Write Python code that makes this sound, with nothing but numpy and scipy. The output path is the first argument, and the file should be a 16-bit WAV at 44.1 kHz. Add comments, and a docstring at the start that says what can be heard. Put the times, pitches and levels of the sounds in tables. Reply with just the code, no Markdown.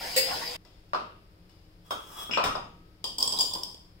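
"""Water splashes into a steel basin in a hard-walled kitchen: drops drive its resonances, bubbles ring,
a utensil clanks, then the hiss stops short. A steel tumbler is worked out from between a clay pot and
a steel bowl: the pot knocks, friction makes the rim scrape and sing, and the struck steel clinks in its
natural modes. Last, the tumbler is set down and rattles to rest under a hand. Two spaced microphones
close by hear it all over a low rumble and hum."""
import sys
import numpy as np
from scipy import signal
from scipy.fft import rfft, irfft
from scipy.io import wavfile
from scipy.ndimage import uniform_filter1d

SR = 44100
rng = np.random.default_rng(int(sys.argv[2]) if len(sys.argv) > 2 else 0)


def inscribe(sig):
    """Save sig as 16-bit PCM at rate SR to the path in sys.argv[1].

    A 1-D sig is mono; a 2-D sig holds one channel per row.
    Samples are clipped to [-1, 1] before scaling.
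    """
    pcm = np.round(np.clip(np.atleast_2d(sig).T, -1, 1) * 32767)
    wavfile.write(sys.argv[1], SR, pcm.astype(np.int16))


N = 176400
TIME = np.arange(N) / SR


def amp(db):
    """Decibels to amplitude ratio."""
    return 10 ** (np.asarray(db) / 20)


def unit_rms(x):
    """Normalisation to unit power."""
    return x / np.sqrt(np.mean(x ** 2) + 1e-20)


def unit_energy(x):
    """Normalisation to unit energy per channel, on average over the channels."""
    return unit_rms(x) / np.sqrt(x.shape[-1])


def curve_at(points, hz):
    """Interpolation on a log-frequency axis."""
    f, value = np.transpose(points)
    return np.interp(np.log(hz + 1), np.log(f), value)


def envelope(points):
    """Amplitude envelope, linear in dB between points."""
    return amp(np.interp(TIME, *np.transpose(points)))


def add(mix, start_s, sound):
    """Superposition of a sound on the mix."""
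    part = mix[:, max(round(start_s * SR), 0):][:, :sound.shape[1]]
    part += sound[:, :part.shape[1]]


def clicks(per_s, spread_db):
    """Shot noise: independent tiny impacts of uneven size."""
    impulses = (rng.random(N) < per_s / SR) * rng.choice([-1, 1], N)
    return impulses * amp(spread_db * np.minimum(rng.exponential(1, N), 4))


def brightness(hz, tilt_db, pivot_hz=3300):
    """Spectral tilt of a contact in dB, from a slope per octave."""
    return tilt_db * np.log2(np.maximum(hz, 300) / pivot_hz)


def ripple(hz, depth_db=4, width_hz=110, full_hz=1500):
    """Each contact point weights the overtones differently: random peaks and dips, more in the treble."""
    bump = np.exp(-((hz - hz.mean()) * 2 / width_hz) ** 2)
    bumps = signal.fftconvolve(rng.standard_normal(len(hz)), bump, "same")
    return depth_db * np.minimum(hz / full_hz, 1) * np.clip(unit_rms(bumps), -2, 2)


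def coloured(x, tone, tilt_db=0, peak_hz=None, peak_db=0, rippled=True, size=4096):
    """Minimum-phase filter: a body's spectrum, with optional ripple, tilt and one favoured resonance."""
    hz = np.fft.rfftfreq(size, 1 / SR)
    uneven = amp(ripple(hz) * rippled)
    gain = amp(curve_at(tone, hz)) * uneven / np.sqrt(uniform_filter1d(uneven ** 2, size=70))
    if peak_hz:
        gain = gain * amp(peak_db / (1 + ((hz - peak_hz) / 214) ** 2))  # half-width 214 Hz
    cepstrum = irfft(np.log(unit_rms(gain) * amp(brightness(hz, tilt_db))))
    cepstrum[1:size // 2] *= 2  # folding the cepstrum makes the filter causal
    cepstrum[size // 2 + 1:] = 0
    response = irfft(np.exp(rfft(cepstrum)))
    return signal.oaconvolve(x, response[None], axes=1)[:, :x.shape[1]]


# Each row: frequency in Hz, correlation between the microphones.
COHERENCE = [(120, .96), (400, .88), (600, .25), (850, -.15), (1300, -.25), (3000, -.12), (8000, 0)]
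def diffuse(size):
    """Diffuse-field noise: alike at two spaced points only for long waves."""
    a, b = rfft(rng.standard_normal((2, size)))
    same = np.clip(curve_at(COHERENCE, np.fft.rfftfreq(size, 1 / SR)), -1, 1)
    return irfft(np.array([a, same * a + np.sqrt(1 - same ** 2) * b]), size)


# Each row: frequency in Hz, reverberation time in seconds.
KITCHEN_T60 = [(150, 0.96), (500, 0.38), (1200, 0.36), (3000, 0.57), (5000, 0.39), (9000, 0.41),
               (15000, 0.31)]
def kitchen_tail(size=24576, build_s=0.0042):
    """Reverberation: reflections build up, then each band decays exponentially at its own rate."""
    hz, t, bands = signal.stft(diffuse(size), SR, nperseg=256)
    decay = amp(-60 * t / curve_at(KITCHEN_T60, hz)[:, None])
    tail = signal.istft(bands * decay, SR)[1][:, :size]
    return unit_energy(tail * (1 - np.exp(-np.arange(size) / SR / build_s)))


def in_room(x, room_db=5.5):
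    """Direct sound plus the reverberant field, by convolution."""
    return x + amp(room_db) * signal.oaconvolve(x[None], kitchen_tail(), axes=1)[:, :N]


CRACK_S, MODE_SPLIT_HZ = 0.0027, 11
PRESS_FROM_S, PRESS_DB_PER_S = 3.39, 33  # the hand stills the tumbler: later blows get less ring and room
def blows(rows, tone, modes, dense_db, dense_t60, room_db, modes_db, rippled=True, size=24576):
    """Impact and free decay: a crack, then dense ring, room and beating modes at levels relative to it."""
    out, t = np.zeros((2, N)), np.arange(size) / SR
    for start_s, db, tilt_db, pan_db, *peak in rows:
        pressed_db = -PRESS_DB_PER_S * max(start_s - PRESS_FROM_S, 0)
        crack = unit_energy(diffuse(size) * np.exp(-t / CRACK_S))
        dense = unit_energy(diffuse(size) * np.exp(-np.log(1000) * t / dense_t60))
        noise = crack + amp(dense_db) * dense + amp(room_db + pressed_db) * kitchen_tail()
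        body = coloured(noise, tone, tilt_db, *peak, rippled=rippled)
        ring, energy = 0, 0
        for hz, mode_db, t60 in modes:
            fade = amp(mode_db) * np.exp(-np.log(1000) * t / t60)
            phase = rng.random((2, 2, 1))
            twin_hz = hz + MODE_SPLIT_HZ * rng.normal()
            twin = .5 * np.sin(2 * np.pi * (twin_hz * t + phase[1]))
            pair = np.sin(2 * np.pi * (hz * t + phase[0])) + twin
            ring += fade * pair * amp(brightness(hz, tilt_db))
            energy += np.sum(fade ** 2) / 2
        ring *= amp(modes_db + pressed_db) / np.sqrt(energy) * (1 - np.exp(-t / CRACK_S))
        add(out, start_s, (body + ring) * amp([[db + pan_db / 2], [db - pan_db / 2]]))
    return out


# Each row of a spectrum, here and below: frequency in Hz, relative level in dB.
POT_SPECTRUM = [(80, -34), (190, -19), (350, -13), (550, -4), (800, -3), (1200, 2.5), (1450, -3.5),
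                (1800, -16.5), (2200, -18), (2650, -15), (3300, -20), (5200, -18), (6100, -33.5),
                (10000, -42.5), (15500, -47)]
# Each row of a mode table: frequency in Hz, relative level in dB, time to fall 60 dB in seconds.
POT_MODES = [(310, -21.5, 0.84), (621, -3, 0.37), (785, -7, 0.18), (939, -3, 0.53), (1010, 5, 0.19),
             (1142, -4, 0.47), (1240, -2, 0.49), (1279, -27, 2), (1320, -1, 0.45), (1432, -7, 0.33)]
# Each row of a blow table: start in seconds, strength in dB, tilt in dB per octave, left over right
# in dB and, where given, a favoured resonance in Hz and its lift in dB.
POT_BLOWS = [(.9335, -7, -0.5, 0.2, 586, 3.3), (.9465, -8, 0, 0, 1150, 2.5),
             (1.9075, -11, -1.5, 0.54, 1250, 3.4), (2.295, -23.5, -2.5, 0.2, 162, 19.7),
             (2.3735, 0, 0, 1.5, 750, 4), (2.4405, -7, 1, 1.9, 260, 9), (2.462, -3, 1, 0, 1290, 14),
             (2.5515, -12.5, -1.5, 0.26, 820, 10.8)]
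def pot_knocks():
    """Damped vibration: struck clay gives a short knock with low modes."""
    return blows(POT_BLOWS, POT_SPECTRUM, POT_MODES,
                 dense_db=3, dense_t60=.04, room_db=7.74, modes_db=3.1, rippled=False)


# The steel tumbler's spectrum, modes and blows, with rows as for the pot.
TUMBLER_SPECTRUM = [(300, -11), (1800, -3.5), (2800, -5.5), (3500, -2.5), (4250, -15), (5200, 3.5),
                    (6200, -12.5), (8300, -8.5), (9700, -13), (11300, -15.5), (12800, -17.5), (15500, -10)]
TUMBLER_MODES = [(3300, -2.5, 0.33), (3680, 6, 0.33), (5200, -6, 0.24), (5700, -9, 0.38),
                 (6540, -10.5, 0.61), (8064, -6, 0.21), (11200, -10, .28)]
TUMBLER_BLOWS = [(1.907, -15.5, 3, 0.34, 3300, 21), (2.4392, -4.5, -3, 0, 3850, 5.6),
                 (2.552, -18.5, -5.5, 1.2, 4940, 17)]
def tumbler_clinks():
    """Shell vibration: a small, stiff steel wall rings in high inharmonic modes."""
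    return blows(TUMBLER_BLOWS, TUMBLER_SPECTRUM, TUMBLER_MODES,
                 dense_db=4.3, dense_t60=.15, room_db=5.7, modes_db=1.8)


# The steel bowl's spectrum, modes and blows, with rows as for the pot.
BOWL_SPECTRUM = [(90, -17), (190, -12), (450, -13), (1100, -7.5), (1800, -9), (2700, 2.5), (3500, -4.5),
                 (4400, -25), (5300, -5.5), (6400, -25), (7600, -22), (8600, -32), (15500, -34)]
BOWL_MODES = [(2570, 2, 0.42), (2860, 12.5, 0.31), (5420, 9, 0.2), (6800, -13, 0.29), (7560, -4, 0.36)]
BOWL_BLOWS = [(2.311, -12.5, 0.19, 1.9, 5230, 16), (2.335, -9, 0.31, 0.51, 2570, 9)]
def bowl_clinks():
    """Bending modes: the struck bowl rings like a brief bell."""
    return blows(BOWL_BLOWS, BOWL_SPECTRUM, BOWL_MODES,
                 dense_db=1.8, dense_t60=.046, room_db=10.6, modes_db=5.9)


# The rim scraping along the bowl, and its singing. Each row: time in seconds, level in dB.
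SCRAPE_LEVEL = [(1.85, -62), (2.05, -54), (2.23, -41.5), (2.27, -50), (2.31, -51)]
SING_LEVEL = [(1.85, -69), (2.0, -51), (2.13, -64.5), (2.2, -41.5), (2.31, -45.5)]
def rim_scrape(sing_hz=3336, sing_width_hz=16):
    """Stick-slip friction: tiny slips shake tumbler and pot, and make one rim mode sing."""
    slips = in_room(clicks(per_s=430, spread_db=-3.5), room_db=6.5)
    pole = np.exp((2j * np.pi * sing_hz - np.pi * sing_width_hz) / SR)
    mode = signal.lfilter([1], [1, -pole], slips)
    sing = unit_rms(mode.real / np.sqrt(abs(mode) + 1e-9))  # compression steadies the tone
    steel = unit_rms(coloured(slips, TUMBLER_SPECTRUM, tilt_db=3.5))
    clay = amp(-1.5) * unit_rms(coloured(slips, POT_SPECTRUM))
    sliding = (TIME > SCRAPE_LEVEL[0][0]) & (TIME < SCRAPE_LEVEL[-1][0])
    gate = uniform_filter1d(1. * sliding, size=1500)
    return ((steel + clay) * envelope(SCRAPE_LEVEL) + sing * envelope(SING_LEVEL)) * gate


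# Spectra, modes and blows of the rocking rim and of the surface below it, with rows as for the pot.
RIM_SPECTRUM = [(100, -41), (700, -26), (1350, -35.5), (2100, -35), (2750, -25.5), (3250, -8.5),
                (4150, -22), (4850, 1.5), (5350, -9), (5900, -16.5), (6650, -21.5), (7200, -14),
                (7700, -16.5), (8400, -15.5), (9300, -20), (11000, -21.5), (13500, -26.5), (15500, -18)]
RIM_MODES = [(3246, 6, 0.31), (3470, -3, 0.22), (4830, 9.5, 0.1), (5040, 10, 0.3), (5200, -9, 0.15),
             (7230, 2, .2), (15390, -17.5, .18)]
RIM_BLOWS = [(3.0417, 1, -4, -0.5, 3180, 4.5), (3.1832, -3.5, 1.5, 0, 7570, 12),
             (3.2063, -8.5, -1.5, -6, 4800, 8), (3.2262, 3.5, 0.5, -4, 5340, 10),
             (3.241, -11, -3, 0, 3180, 11.5), (3.276, 1.5, -2.5, -0.5, 7860, 21),
             (3.3233, -0.5, -2, -6, 5130, 7), (3.336, -6.5, 0, 1.5, 4800, 5),
             (3.3749, -8.5, -3.5, 0, 3840, 27), (3.3879, 3, 1.5, -0.5, 4840, 10),
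             (3.396, -2.5, 1, 1, 4850, 7), (3.4082, 4.5, -0.5, 0.5, 7240, 14.5),
             (3.5087, -14, 2.5, -10.5, 3520, 27), (3.536, -3.5, 1.5, -4, 4900, 8.5),
             (3.551, -6.5, -5.5, 0.5, 4800, -4), (3.6335, -1.5, -1.5, 0, 5310, 12),
             (3.7446, -16.5, -6.5, -1.5, 4800, 0)]
SURFACE_SPECTRUM = [(100, -17), (400, -9), (700, -9.5), (1000, 0.5), (1400, -23.5), (2100, -33), (6000, -35)]
SURFACE_MODES = [(920, -2, 0.23), (1042, 0, 0.21)]
BASE_BLOWS = [(3.558, -9.5, 1.1, 0)]
# Grit under the rim. Each row: time in seconds, level in dB.
GRIT_LEVEL = [(3.18, -110), (3.2, -38.5), (3.42, -47), (3.6, -52), (3.68, -110)]
def tumbler_set_down():
    """Repeated impact: the rim ticks on the counter and grinds over grit; the surface below answers dully."""
    grains = in_room(clicks(per_s=150, spread_db=1.5), room_db=-7)
    grit = unit_rms(coloured(grains, RIM_SPECTRUM, tilt_db=-2.5))
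    ticks = blows(RIM_BLOWS, RIM_SPECTRUM, RIM_MODES,
                  dense_db=-5, dense_t60=.54, room_db=-1, modes_db=-5.5)
    # All but the last two ticks bring a light thud that slightly follows their strength.
    surface_blows = [(s, -19 + 0.1 * db, 0, pan_db) for s, db, _, pan_db, *_ in RIM_BLOWS[:-2]]
    thuds = blows(surface_blows + BASE_BLOWS, SURFACE_SPECTRUM, SURFACE_MODES,
                  dense_db=-1, dense_t60=.7, room_db=5.5, modes_db=4)
    return ticks + grit * envelope(GRIT_LEVEL) + thuds


WATER_STOP_S, DROPS_PER_S, DROP_SPREAD_DB = .568, 7000, 1.5
# Drops on steel. Each row: frequency in Hz, relative level in dB.
SPRAY_SPECTRUM = [(100, -18.5), (300, -8), (700, -4), (1300, -14), (1900, -6.5), (3500, -1), (4300, -4.5),
                  (5100, 5), (5800, -9.5), (8000, -10), (10000, -15), (15500, -13.5)]
# Each row: time in seconds, level in dB.
SPRAY_LEVEL = [(0, -35), (.35, -35.5), (.455, -38), (.475, -37.5), (.56, -39)]
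def spray(patch_db=3):
    """Shot noise: drop impacts merge into a hiss, patchy in time and frequency as the jet wanders."""
    hiss = coloured(in_room(clicks(DROPS_PER_S, DROP_SPREAD_DB)), SPRAY_SPECTRUM, rippled=False)
    bands = signal.stft(hiss, nperseg=512)[2]
    patches = uniform_filter1d(rng.standard_normal(bands.shape[1:]), size=4, axis=0)
    patches = unit_rms(uniform_filter1d(patches, size=7, axis=1))
    patchy = signal.istft(bands * amp(patch_db * patches))[1][:, :N]
    return unit_rms(patchy) * envelope(SPRAY_LEVEL)


def basin_resonance(hz, width_hz, wander=.025):
    """Forced vibration: drops sustain one basin mode while moving water bends its pitch."""
    drift = unit_rms(uniform_filter1d(uniform_filter1d(rng.standard_normal(N), size=3000), size=3000))
    carrier = np.exp(2j * np.pi * np.cumsum(hz * (1 + wander * drift)) / SR)
    r = np.exp(-np.pi * width_hz / SR)
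    amplitude = signal.lfilter([1], [1, -2 * r, r * r], clicks(DROPS_PER_S, DROP_SPREAD_DB) / carrier)
    return unit_rms(in_room(unit_rms((carrier * amplitude).real)))


def bubbles(low_hz, high_hz, per_s=160, decay_cycles=11, rise=0.057):
    """Bubble resonance: air trapped in the splash pulsates in short rising chirps."""
    out, t = np.zeros((1, N)), np.arange(2048) / SR
    for when, pitch, strength in rng.random((int(per_s * WATER_STOP_S), 3)):
        hz = low_hz * (high_hz / low_hz) ** pitch
        age = hz * t / decay_cycles
        chirp = np.exp(-age) * np.sin(2 * np.pi * hz * t * (1 + rise * age / 2))
        add(out, when * WATER_STOP_S, strength * chirp[None])
    wet = in_room(out[0])
    return wet / wet[:, :int(WATER_STOP_S * SR)].std()


# The ringing basin wall and the gurgle. Each row: time in seconds, level in dB.
WALL_LEVEL = [(.08, -50), (.12, -39), (.4, -42), (.455, -51.5), (.475, -36), (.56, -54)]
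GURGLE_LEVEL = [(0, -37.5), (.06, -40.5), (.15, -49.5), (.26, -43.5), (.32, -34.5), (.39, -43.5),
                (.42, -38), (.48, -48.5), (.56, -51)]
# The basin's spectrum and modes and the utensil's blows, with rows as for the pot.
BASIN_SPECTRUM = [(100, -22.5), (350, -10), (520, 11), (750, -10.5), (1200, -19.5), (2050, 3), (3100, -8.5),
                  (4900, 3.5), (6000, -10.5), (6900, -4), (8300, 1.5), (9300, -13), (10300, -11),
                  (11300, 1.5), (12600, -10.5), (13500, -23.5), (14400, -9), (15600, 0)]
BASIN_MODES = [(525, 3, 0.5), (2000, -4, .25), (2705, -0.5, .22), (4820, 3, 0.57)]
UTENSIL_BLOWS = [(.1635, -0.43, -0.046, 1), (.175, -1.5, 1.5, 1.8)]
def sink(stop_fade_s=0.0048):
    """Forced and free vibration: water drives the basin, a utensil strikes it; all stops at once."""
    hiss = spray()
    belly = basin_resonance(hz=505, width_hz=17) * amp(-51.5)
    wall = basin_resonance(hz=4850, width_hz=360) * envelope(WALL_LEVEL)
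    gurgle = (bubbles(600, 1100) + amp(-4) * bubbles(1300, 2150)) * envelope(GURGLE_LEVEL)
    clanks = blows(UTENSIL_BLOWS, BASIN_SPECTRUM, BASIN_MODES,
                   dense_db=8.5, dense_t60=.14, room_db=7.4, modes_db=4.5)
    return (hiss + belly + wall + gurgle + clanks) * np.clip((WATER_STOP_S - TIME) / stop_fade_s, 0, 1)


# Each row: start in seconds, strength in dB, tilt in dB per octave, left over right in dB.
SETTLING_BLOWS = [(.65, -32, -3, 2.5), (1.495, -36.5, -1, 3)]
def settling_taps():
    """Weak impacts: the stack settles with faint, dull taps that decay slowly."""
    return blows(SETTLING_BLOWS, SPRAY_SPECTRUM, POT_MODES,
                 dense_db=6, dense_t60=1.8, room_db=2, modes_db=-6)


# Room rumble, and the tones of mains and fan. Each row: frequency in Hz, relative level in dB.
RUMBLE_SPECTRUM = [(12, -24.5), (22, -2.5), (60, -7.5), (130, -17), (180, -8.5), (235, -28), (310, -17.5),
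                   (950, -29.5), (4200, -36.5), (5050, -32), (6000, -46), (15500, -45.5)]
HUM_TONES = [(100, -64), (176, -70.5), (312, -70)]
def background():
    """Ambient noise: a diffuse low rumble with a faint line spectrum of hum."""
    gain = amp(curve_at(RUMBLE_SPECTRUM, np.fft.rfftfreq(N, 1 / SR)))
    rumble = unit_rms(irfft(rfft(diffuse(N)) * gain, N))
    hum = sum(amp(db) * np.sqrt(2) * np.sin(2 * np.pi * (hz * TIME + rng.random()))
              for hz, db in HUM_TONES)
    return (amp(-56.5) * rumble + hum) * amp([[.7], [-.9]])


def scene():
    """Superposition: the sink, the tumbler worked free and the tumbler set down, over the room's noise."""
    knocks = pot_knocks() + tumbler_clinks() + bowl_clinks()
    return background() + settling_taps() + sink() + rim_scrape() + knocks + tumbler_set_down()


# Each row: frequency in Hz, gain of the left-right difference in dB.
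STEREO_WIDTH = [(120, -0.5), (250, 0), (400, -2.5), (650, 0)]
# Each row: frequency in Hz, left over right in dB.
MIC_BALANCE = [(100, 1), (600, -1.1), (1500, 2), (3000, 2.5), (5500, 3.5), (9000, -3.5), (14000, -3)]
def record(dry, cutoff_hz=15800):
    """Spaced-pair pickup: the left-right difference is narrowed in the low range, the microphones differ in
    colour, and band-limit."""
    hz = np.fft.rfftfreq(2 * N, 1 / SR)
    spectra = rfft(dry, 2 * N)
    middle = spectra.mean(0)
    sides = (spectra - middle) * amp(curve_at(STEREO_WIDTH, hz))
    balance_db = curve_at(MIC_BALANCE, hz)
    heard = irfft((middle + sides) * amp([balance_db / 2, -balance_db / 2]))[:, :N]
    lowpass = signal.firwin(511, cutoff_hz, window=("kaiser", 9), fs=SR)
    return signal.oaconvolve(heard, lowpass[None], "same")


dry = scene()
out = record(dry)
inscribe(out)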